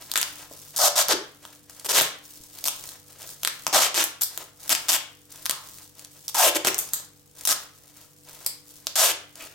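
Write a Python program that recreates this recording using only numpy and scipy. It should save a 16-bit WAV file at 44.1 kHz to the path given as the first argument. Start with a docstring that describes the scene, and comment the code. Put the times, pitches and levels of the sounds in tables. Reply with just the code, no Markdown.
"""Over a faint fridge hum a plastic bag crinkles, then sharp snaps ring out: packing tape leaves its roll
in jerks and is wound round a bag bundle on a kitchen table. The peel is stick-slip motion: lone slips under
slow tension are snaps, hundreds a second in a fast pull are a buzzing rasp. Each slip is a noise crack plus
the resonance of the plucked free strip. Bag, rubbing and fridge air are shaped noise, the hum is a sum of
sines, knocks and singing are decaying noise bands, and a small room adds echoes and a short tail."""
import sys
import numpy as np
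from scipy import signal
from scipy.fft import rfft, irfft, next_fast_len
from scipy.io import wavfile
from scipy.ndimage import uniform_filter1d, minimum_filter1d

SR = 44100
rng = np.random.default_rng(int(sys.argv[2]) if len(sys.argv) > 2 else 0)


def unload_audio(sound):
    """Save the sound as a 16-bit wav file, at the path given as the first command line argument."""
    columns = np.transpose(np.atleast_2d(sound))
    # keep every value between -1 and 1, then stretch to whole-number steps
    steps = np.round(np.clip(columns, -1, 1) * 32767)
    wavfile.write(sys.argv[1], SR, steps.astype(np.int16))


N = 420782

# Partials of the fridge motor. Each row: frequency in Hz, mean level in dB.
HUM_PARTIALS = [(48.4, -86.5), (96.9, -69), (145.3, -66.5), (294, -76.5), (296.5, -67.5), (441.4, -78),
                (489.9, -71.5)]
# Spectrum of the still room air. Each row: frequency in Hz, relative level in dB.
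AIR_SPECTRUM = [(20, -23), (33, -17), (55, -0.5), (130, -0.5), (220, -3), (400, -7), (900, -12.5),
                (3000, -18.5), (16000, -59)]
# Early reflections off roll, table and body. Each row: left delay in seconds, right delay in seconds, level in dB.
EARLY_ECHOES = [(.0011, 0.0014, -27), (.00312, 0.00306, -12), (.00785, 0.0063, -13.5),
                (0.0107, .0119, -17.5)]
# Reverberation of the room. Each row: frequency in Hz, time to decay by 60 dB in seconds.
ROOM_DECAY = [(150, 0.502), (600, 0.407), (1300, 0.454), (2000, 0.4575), (3100, 0.4225), (6000, 0.318),
              (14000, 0.1833)]
# Low resonances of table and room. Each row: frequency in Hz, level in dB, time to decay by 60 dB in seconds.
LOW_MODES = [(332.7, -56, 0.22), (368.8, -63.5, 0.29), (587.6, -57.5, 0.3)]
# Knocks of bundle and roll on the table. Each row: start in seconds, relative level in dB, centre pitch in Hz.
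TABLE_KNOCKS = [(.512, -35.5, 568.7), (1.454, -46, 169.6), (2.405, -41.5, 140.2), (4.378, -43.5, 380),
                (6.935, -38.5, 124.4)]
# Grips and turns of the bundle. Each row: start in seconds, length in seconds, relative level of the bag's
# crinkle in dB, relative level of the rubbing in dB.
HAND_MOVES = [(0.024, 0.306, -44, -51), (0.367, 0.0486, -41, -47.5), (0.51, 0.254, -45, -55),
              (1.434, 0.099, -49, -55), (1.714, 0.24, -48, -54), (2.252, 0.247, -46.5, -61.5),
              (2.555, 0.3796, -41.5, -51), (3.084, .1, -50.5, -57.5), (3.215, 0.111, -41, -51),
              (3.404, 0.26, -46.5, -56), (4.328, 0.098, -44.5, -51), (4.626, 0.2496, -42, -49.5),
              (5.321, 0.387, -46, -54), (5.639, 0.1964, -43.5, -56.5), (5.986, 0.0438, -47.5, -57),
              (6.118, 0.29, -50, -62.5), (6.703, 0.309, -45, -52), (7.381, 0.2497, -44.5, -55),
              (7.751, 0.181, -52.5, -65), (7.982, 0.046, -47.5, -53.5), (8.279, 0.165, -46, -53),
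              (8.679, 0.2244, -49.5, -60), (9.389, 0.067, -43, -46)]
# Spectrum of the bag's ticks. Each row: frequency in Hz, relative level in dB.
CRINKLE_SPECTRUM = [(300, -3.5), (1000, -39.5), (2200, -15.5), (3200, -5.5), (6000, 0.5), (8700, 0.5),
                    (11000, -2.5), (16000, 0)]
# Spectrum of the rubbing. Each row: frequency in Hz, relative level in dB.
RUB_SPECTRUM = [(100, -29), (350, 1), (600, 6.5), (1300, 4.5), (2500, 1), (6000, -0.5), (16000, -14)]
# The loudest creases popping in the bag. Each row: start in seconds, relative level in dB.
CREASE_POPS = [(1.697, -26), (1.797, -24), (2.839, -23.5), (2.89, -22.5), (3.209, -28), (3.219, -26.5),
               (3.229, -27), (3.291, -24.5), (3.622, -30), (5.323, -25.5), (5.359, -27.5), (5.785, -27.5),
               (5.994, -24.5), (6.048, -26.5), (6.889, -26.5), (7.41, -23.5), (8.447, -31), (9.356, -28),
               (9.423, -29)]
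# Spectrum of a crease. Each row: frequency in Hz, relative level in dB.
CREASE_SPECTRUM = [(200, -11), (700, -17.5), (3000, -5.5), (8000, 0.5), (16000, -8.5)]
# Brief singing of the stretched tape. Each row: start in seconds, level in dB, pitch in Hz, decay in seconds.
STRIP_SINGING = [(1.135, -30.5, 352, 0.0275), (4.94, -37, 3157, 0.06), (5.502, -39.5, 1124, 0.0686),
                 (7.52, -36.5, 1312, 0.03945), (9.399, -41, 2622, 0.034)]
# Spectrum of a slip's crack. Each row: frequency in Hz, relative level in dB.
CRACK_SPECTRUM = [(30, -50.5), (120, -45.5), (400, -15.5), (650, -8.5), (1100, -2), (2000, -4.5),
                  (2600, -3), (3300, 0.5), (4200, -2), (5800, 1), (8700, -1), (10500, -5.5), (13500, -2),
                  (16000, -14)]
# Lone slips of the tape, and the faint click of a knock at 1.452 s. Each row: start in seconds, relative level
# over one millisecond in dB, brightness in dB per octave (limited in use), relative level of the ring in dB.
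SNAP_CLICKS = [(.1158, -16.5, 3, -29), (.138, -20.5, 1, -10.5), (0.1576, -7, -1.5, -31),
               (.1666, -16.5, -0.5, -30), (0.1755, -7, 2.5, -29), (.2143, -10.5, 1.5, -22),
               (0.229, -14.5, 0, -25), (1.0844, -16.5, 4, -21), (1.452, -32, -5.5, -9),
               (2.0114, -8, -2, -2), (2.0177, -3, 7, -7.5), (2.6828, -10, 2, -15.5), (3.433, -17, 2, -6),
               (3.4493, -11, -2, -43.5), (3.4745, -9.5, -2.5, -18.5), (3.667, -9, -3.5, -33),
               (3.6787, -21, 5.5, 11), (4.0401, -7.5, 7, -14.5), (4.2195, -6.5, 7, -31.5),
               (4.2344, -7.5, 7, -27.5), (4.3761, -20, 3, -9.5), (4.694, -12, 5, -8.5),
               (4.724, -8.5, 0.5, -4), (4.7507, -12, 0.5, -8.5), (5.4567, -15, 3, -17.5),
               (5.4624, -19.5, -0.5, -16.5), (5.4959, -9, 2.5, -10), (5.5099, -14, 2, -21),
               (6.6488, -12.5, -3.5, 1), (6.6714, -7.5, 2.5, 2), (6.7447, -17, 2.5, -14.5),
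               (6.7816, -17.5, 7, -10.5), (6.7885, -6.5, 7, -17.5), (6.935, -6, 7, -18.5),
               (7.4526, -8.5, 4, -22.5), (7.474, -5, 3.5, -12), (8.4631, -6.5, 5, -11),
               (8.8695, -15, 0, -4.5)]
# Pulls of the tape. Each row: start in seconds, length in seconds, level in dB, swell from start to end in dB,
# nominal slips per second at full speed in Hz, strip pitch at the start in Hz, strip pitch at the end in Hz,
# relative strip ring in dB, hollow in the low treble in dB (negative is a dip), brightness in dB per octave.
TAPE_PULLS = [(.763, 0.01776, -20, -2.5, 474.6, 756, 720, -13.5, -7.5, 4),
              (0.788, 0.0938, -18.5, 4.5, 879.7, 697.5, 570, -2, -6, 0.5),
              (.957, 0.0697, -19.5, 4, 681.5, 720, 540, -5, -3, -0.5),
              (1.083, 0.049, -20, 6, 481.3, 546, 340, -3, -4.5, -4),
              (1.847, 0.02214, -28, 4, 425.6, 497, 430, -6, 1.5, 3),
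              (1.888, 0.0314, -22.5, 2, 560.3, 480, 400, -6, -1, 0),
              (1.929, 0.0718, -16.5, 8.5, 429.9, 530.6, 424.5, -6.5, 1, -0.5),
              (2.641, .036, -23.5, 5.5, 240.6, 680, 600, -14, -3, 2.5),
              (3.728, 0.06944, -17.5, 0, 560.3, 660.8, 589.9, 0.5, -2, -1.5),
              (3.8, .084, -20.5, -5.5, 849.2, 620.5, 337, -12.5, 0, -1.5),
              (3.944, 0.0881, -20.5, 2, 520.6, 379.6, 280, -11, 0.5, -1),
              (4.211, 0.0221, -24.5, -4.5, 330.3, 677.2, 620.1, -15.5, 1, 5.5),
              (4.679, 0.0543, -21.5, 13, 260.2, 700.2, 620, -10.5, 2.5, 1.5),
              (4.885, 0.0194, -14.5, -2, 597.6, 700, 640, -15, -1.5, 0),
              (4.908, .058, -21, -1, 300.6, 640.9, 560, -17, 3.5, 1.5),
              (6.281, .02, -30.5, 1.5, 221.8, 680, 640, -30, -2.5, 3),
              (6.345, 0.1511, -19, 6, 759, 842.7, 410, 0.5, 2.5, 1.5),
              (6.548, 0.02256, -21, 2.5, 578.7, 379.4, 311, 0, 4.5, 0),
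              (6.647, 0.04077, -21, 10, 379.4, 402, 297, -2.5, 5, 0),
              (7.486, 0.0486, -19, 2.5, 280.2, 680, 620, -15.5, -2.5, 1.5),
              (8.956, 0.16345, -19, -3, 851.9, 679.5, 349.8, -6.5, 1, .5)]

LEFT_DB = 1.3  # level of left over right
TOP_HZ = 16100  # upper limit of the sound
GRAIN = 1024  # samples in one slip or crease
GRIP_ATTACK_S, GRIP_RELEASE_S = 0.0462, 0.0549  # the bag yields quickly and settles more slowly
HELD_DB = -56  # relative crinkle of the bag while it is only held
LARGEST_TICK = 4.5  # cap on the random size of a tick
RUB_WAVER_DB = 3.5
SING_WIDTH = .18  # bandwidth as a share of the pitch
CRACK_S, RASP_S = .0007, .0011  # decay of the tearing burst in single snaps and in pulls
SPREAD_S = .0008  # delay of the bending wave at 1 kHz
STRIP_Q, OVERTONE_DB = 5, -6  # strip resonance during pulls
RING_MAX_DB = 4  # cap on the strip ring relative to the crack
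RING_SPEED_DB = 4  # strip ring gained per doubling of speed
RING_SLACK_DB = 3.5  # strip ring lost per octave that its pitch sinks
EDGE_SPEED = .6  # speed at the start and end of a pull, as a share of full speed
SPEED_DB = 4  # level gained per doubling of speed
UNEVEN, UNEVEN_HZ, UNEVEN_POWER = .3, 403, .4  # unevenness at that slip rate; it falls with rate by this power
HOLLOW_FILL_DB_PER_S = 56  # the hollow fills in as the roll swings away from the bundle
FLAP_DB, FLAP_SLOPE_DB = -9, -24  # most flapping, up to UNEVEN_HZ, and its change per doubling of rate above
PATCHY_DB, PATCH_HZ = 1.5, 70.14  # the glue holds unevenly: level wander in a pull and its rate of change


def undb(db):
    """Decibels express the logarithm of an amplitude ratio; this recovers the ratio."""
    return 10 ** (np.asarray(db) / 20)


def unit(x):
    """Division by the root mean square normalises a signal to rms 1."""
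    return x / np.sqrt(np.mean(x ** 2))


def along(points, hz):
    """Linear interpolation of (Hz, value) points on a logarithmic frequency axis."""
    f, value = np.transpose(points)
    return np.interp(np.log(np.maximum(hz, 1)), np.log(f), value)


def colour(x, points):
    """Linear filtering multiplies the spectrum by a gain given as (Hz, dB) points."""
    size = next_fast_len(N)
    gain = undb(along(points, np.fft.rfftfreq(size, 1 / SR)))
    return irfft(rfft(x, size) * gain, size)[..., :N]


def walk(rate):
    """Slow random modulation: normal values, rate per second, joined by lines; spread near 1."""
    count = int(N / SR * rate) + 2
    return 1.238 * np.interp(np.arange(N) / SR * rate, np.arange(count), rng.standard_normal(count))


def add(out, start, sound):
    """Superposition: a sound is summed into the signal from a given sample on."""
    start = max(start, 0)
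    part = out[..., start:start + sound.shape[-1]]
    part += sound[..., :part.shape[-1]]


def ringing(hz, width, decay_s, rise_s):
    """A cluster of close modes, modelled as band-limited noise, swells and decays exponentially."""
    t = np.arange(SR // 2) / SR
    f = np.fft.rfftfreq(len(t), 1 / SR)
    band = irfft(rfft(rng.standard_normal(len(t))) / (1 + ((f / hz - 1) / width) ** 2))
    return unit(band) * np.exp(-t / decay_s) * np.minimum(t / rise_s, 1)


def fridge(air_db=-63, waver_db=2, drift_hz=0.7916):
    """Additive synthesis: motor partials waver in level and frequency over the broadband air noise."""
    t = np.arange(N) / SR
    hum = 0
    for hz, db in HUM_PARTIALS:
        level = undb(db + waver_db * walk(2.9))
        cycles = hz * t + drift_hz * np.cumsum(walk(6)) / SR
        hum = hum + level * np.sin(2 * np.pi * cycles)
    # a weak part common to both channels and a strong independent part
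    air = colour(rng.standard_normal(N) + 4.0 * rng.standard_normal((2, N)), AIR_SPECTRUM)
    return np.sqrt(2) * hum + undb(air_db) * unit(air)


def kitchen(x, room_db=-9, build_s=0.01164, alike_hz=900, lag_s=.000012):
    """Room impulse response: direct sound, near echoes, low modes and a diffuse tail, its bass alike in both ears."""
    size = 32768
    t, hz = np.arange(size) / SR, np.fft.rfftfreq(size, 1 / SR)
    common, own = rfft(rng.standard_normal(size)), rfft(rng.standard_normal((2, size)))
    share = 1 / (1 + (hz / alike_hz) ** 2)
    diffuse = np.sqrt(share) * common + np.sqrt(1 - share) * own
    centres, decays = np.transpose(ROOM_DECAY)
    tail = 0
    for weights, t60 in zip(np.eye(len(centres)), decays):
        band = along(np.column_stack([centres, weights]), hz)
        tail = tail + irfft(diffuse * band) * np.exp(-np.log(1000) * t / t60)
    response = unit(tail * (1 - np.exp(-t / build_s))) * undb(room_db) / np.sqrt(size)
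    for left_s, right_s, db in EARLY_ECHOES:
        response[[0, 1], [int(left_s * SR), int(right_s * SR)]] += undb(db)
    for mode_hz, db, t60 in LOW_MODES:
        response += undb(db) * np.sin(2 * np.pi * mode_hz * t) * np.exp(-np.log(1000) * t / t60)
    # the work is slightly nearer the left: a linear phase delays the right channel
    lag_size = 2 ** 19
    lag = np.exp(-2j * np.pi * lag_s * np.fft.rfftfreq(lag_size, 1 / SR))
    direct = np.array([x[0], irfft(rfft(x[1], lag_size) * lag)[:N]])
    return direct + signal.fftconvolve(x, response, axes=-1)[:, :N]


def knocks(decay_s=0.0062, width=0.25):
    """Impacts on the table top excite broad, heavily damped resonances."""
    out = np.zeros(N)
    for s, db, hz in TABLE_KNOCKS:
        add(out, int(s * SR), undb(db) * ringing(hz, width, decay_s, 0.0011))
    return out


def grip(start, length):
    """Envelope of one hand move: linear attack ending at the start, hold, exponential release."""
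    t = np.arange(N) / SR - start
    return np.clip(1 + t / GRIP_ATTACK_S, 0, 1) * np.exp(-np.maximum(t - length, 0) / GRIP_RELEASE_S)


def bag(crinkle_db=-1, rub_db=-1, per_second=1100, scatter_db=4, tick_s=0.0015):
    """Buckling of thin film releases random ticks of all sizes while friction of hands and bundle adds noise."""
    crinkling, rubbing = undb(HELD_DB), 0
    for start, length, bag_db, hand_db in HAND_MOVES:
        move = grip(start, length)
        crinkling = np.maximum(crinkling, undb(bag_db) * move)
        rubbing = np.maximum(rubbing, undb(hand_db) * move)
    sizes = np.minimum(rng.exponential(size=N), LARGEST_TICK)
    ticks = (rng.random(N) < per_second / SR) * undb(scatter_db * sizes)
    # the energies of overlapping ticks add
    energy = signal.lfilter([1], [1, -np.exp(-2 / (tick_s * SR))], ticks ** 2)
    grit = np.sqrt(energy + 1e-9) * (rng.standard_normal(N) + 1.2 * rng.standard_normal((2, N)))
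    rub = rng.standard_normal(N) * undb(RUB_WAVER_DB * walk(70))
    crinkle = unit(colour(grit, CRINKLE_SPECTRUM)) * crinkling * undb(crinkle_db)
    return crinkle + unit(colour(rub, RUB_SPECTRUM)) * rubbing * undb(rub_db)


def creases(pop_s=0.00153, pop_db=-1):
    """Snap-through of larger folds, one at a time, gives exponentially decaying noise bursts."""
    out, t = np.zeros(N), np.arange(GRAIN) / SR
    for s, db in CREASE_POPS:
        add(out, int(s * SR), undb(db + pop_db) * rng.standard_normal(GRAIN) * np.exp(-t / pop_s))
    return colour(out, CREASE_SPECTRUM)


def singing(width=SING_WIDTH):
    """Free vibration of the taut strip fades by damping."""
    out = np.zeros(N)
    for s, db, hz, decay_s in STRIP_SINGING:
        add(out, int(s * SR), undb(db) * ringing(hz, width, decay_s, 0.005384))
    return out


def hollow(hz, hollow_hz=2400, width=0.439, edge=0.55):
    """Interference: an echo off the roll cancels the direct sound at one pitch, reinforces it an octave higher."""
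    octaves = np.log2(hz / hollow_hz)
    return np.exp(-.5 * (octaves / width) ** 2) - edge * np.exp(-.5 * ((octaves - 1) / width) ** 2)


def even(spectrum):
    """Normalisation of each grain's spectrum to unit mean energy."""
    return spectrum / np.sqrt(np.mean(np.abs(spectrum) ** 2, axis=-1, keepdims=True))


def mode(hz, centre, q):
    """A damped resonance that radiates little below its pitch."""
    s = 1j * hz / centre
    return s / (s * s + s / q + 1) * s * s / (s * s + s + 1)


def slips(rows, alike, crack_s, ring_db, ring_q, overtone_db, flap_db,
          apart=0.423, overtone=1.598, ring_alike=0.692):
    """Stick-slip release: a row (s, dB, brightness, hollow dB, strip Hz, ring dB) is a crack plus the plucked strip."""
    when, db, bright, hollow_db, strip_hz, pluck_db = (c[:, None] for c in np.transpose(rows))
    t, hz = np.arange(GRAIN) / SR, np.fft.rfftfreq(GRAIN, 1 / SR) + 1

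    # bending waves in the film bring the highs first; the tearing glue adds a burst that is new each time
    chirp = np.exp(-4j * np.pi * SPREAD_S * np.sqrt(hz * 1000))
    noise = rng.standard_normal(size=(len(rows), 3, GRAIN))
    tear = even(rfft(noise * np.exp(-t / crack_s))).transpose(1, 0, 2)
    burst = np.sqrt(1 - apart) * tear[0] + np.sqrt(apart) * tear[1:]  # partly independent left and right
    tilt_db = np.clip(bright, -6, 7) * np.log2(np.maximum(hz, 2000))  # acts above 2 kHz
    shape = even(undb(along(CRACK_SPECTRUM, hz) + hollow_db * hollow(hz) + tilt_db))
    crack = shape * (np.sqrt(alike) * chirp + np.sqrt(1 - alike) * burst)

    # the free strip rings at a pitch set by its length and tension, and flaps below it when the peel is slow
    strip_hz = strip_hz * np.exp(0.0936 * rng.standard_normal(strip_hz.shape))
    ring = even(mode(hz, strip_hz, ring_q))
    ring = ring + undb(overtone_db) * even(mode(hz, overtone * strip_hz, ring_q))
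    ring = ring + undb(flap_db) * even(mode(hz, 160, 0.34))
    ring = even(ring / (1 + (hz / 1500) ** 4))
    ring = ring * (np.sqrt(ring_alike) + np.sqrt(1 - ring_alike) * tear[0])
    ring_gain = undb(np.minimum(pluck_db + ring_db, RING_MAX_DB))

    # a linear phase places each grain between samples
    start, fraction = np.divmod(when * SR, 1)
    lead = 16
    delay = np.exp(-2j * np.pi * hz * (fraction + lead) / SR)
    grains = irfft((crack + ring_gain * ring) * undb(db) * delay)
    out = np.zeros((2, N))
    for k in range(len(rows)):
        add(out, int(start[k, 0]) - lead, grains[:, k])
    return out * np.sqrt(SR / 1000)  # levels refer to one millisecond


def snaps(snap_db=1, strip_hz=680):
    """Isolated slips occur as the tape is slowly drawn taut; a knock's faint click is modelled the same way."""
    rows = [(s, db + snap_db, bright, 0, strip_hz, ring_db) for s, db, bright, ring_db in SNAP_CLICKS]
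    return slips(rows, alike=0.456, crack_s=CRACK_S, ring_db=-9, ring_q=2.76, overtone_db=-7.0, flap_db=-12.5)


def pulls(scatter_db=6, jitter=.8, ring_db=-5.0):
    """Faster peeling slips more often, louder and more evenly; the strip's pitch sinks as it lengthens."""
    rows, flaps = [], []
    glue_db = PATCHY_DB * walk(PATCH_HZ)
    for start, length, level_db, swell_db, top_hz, first_hz, last_hz, pluck_db, hollow_db, bright in TAPE_PULLS:
        t = 0
        for gap, size in rng.standard_normal((400, 2)):  # at most 400 slips in a pull
            if t > length:
                break
            progress = t / length
            # the hand speeds up and slows down
            speed = EDGE_SPEED + (1 - EDGE_SPEED) * np.sin(np.pi * progress)
            rate = top_hz * speed
            uneven = min(UNEVEN * (UNEVEN_HZ / rate) ** UNEVEN_POWER, .5)
            db = level_db + SPEED_DB * np.log2(speed) + swell_db * (progress - .5)
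            db += glue_db[int((start + t) * SR)]
            # the slower the slips, the more of the level each one carries
            share_db = -10 * np.log10(rate / 1000)
            slip_db = db + share_db + scatter_db * uneven * size
            strip_hz = first_hz * (last_hz / first_hz) ** (progress ** 2)
            plucked_db = pluck_db + RING_SPEED_DB * np.log2(speed) + RING_SLACK_DB * np.log2(strip_hz / first_hz)
            filled_db = hollow_db + HOLLOW_FILL_DB_PER_S * (t - length / 2)
            rows.append((start + t, slip_db, bright, filled_db, strip_hz, plucked_db))
            flaps.append([min(FLAP_DB + FLAP_SLOPE_DB * np.log2(rate / UNEVEN_HZ), FLAP_DB)])
            t += np.exp(jitter * uneven * gap) / rate
    return slips(rows, alike=0.0452, crack_s=RASP_S, ring_db=ring_db, ring_q=STRIP_Q,
                 overtone_db=OVERTONE_DB, flap_db=np.array(flaps))


def scene():
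    """Superposition of tape, bag and table in the kitchen, a little left of centre, over the fridge."""
    work = knocks() + bag() + creases() + singing() + snaps() + pulls()
    balance = undb(np.array([[LEFT_DB], [-LEFT_DB]]) / 2)
    return kitchen(work) * balance + fridge()


def record(dry, knee=0.5495):
    """Peak limiting by a smoothed gain rounds the sharpest peaks; an elliptic low-pass removes the top."""
    size = 48  # samples over which the gain is held and smoothed
    peak = np.abs(dry).max(axis=0) + 1e-9
    gain = np.minimum(1, knee / peak) ** .7
    limited = dry * uniform_filter1d(minimum_filter1d(gain, size), size)
    return signal.sosfilt(signal.ellip(10, .2, 70, TOP_HZ, fs=SR, output="sos"), limited)


dry = scene()
out = record(dry)
unload_audio(out)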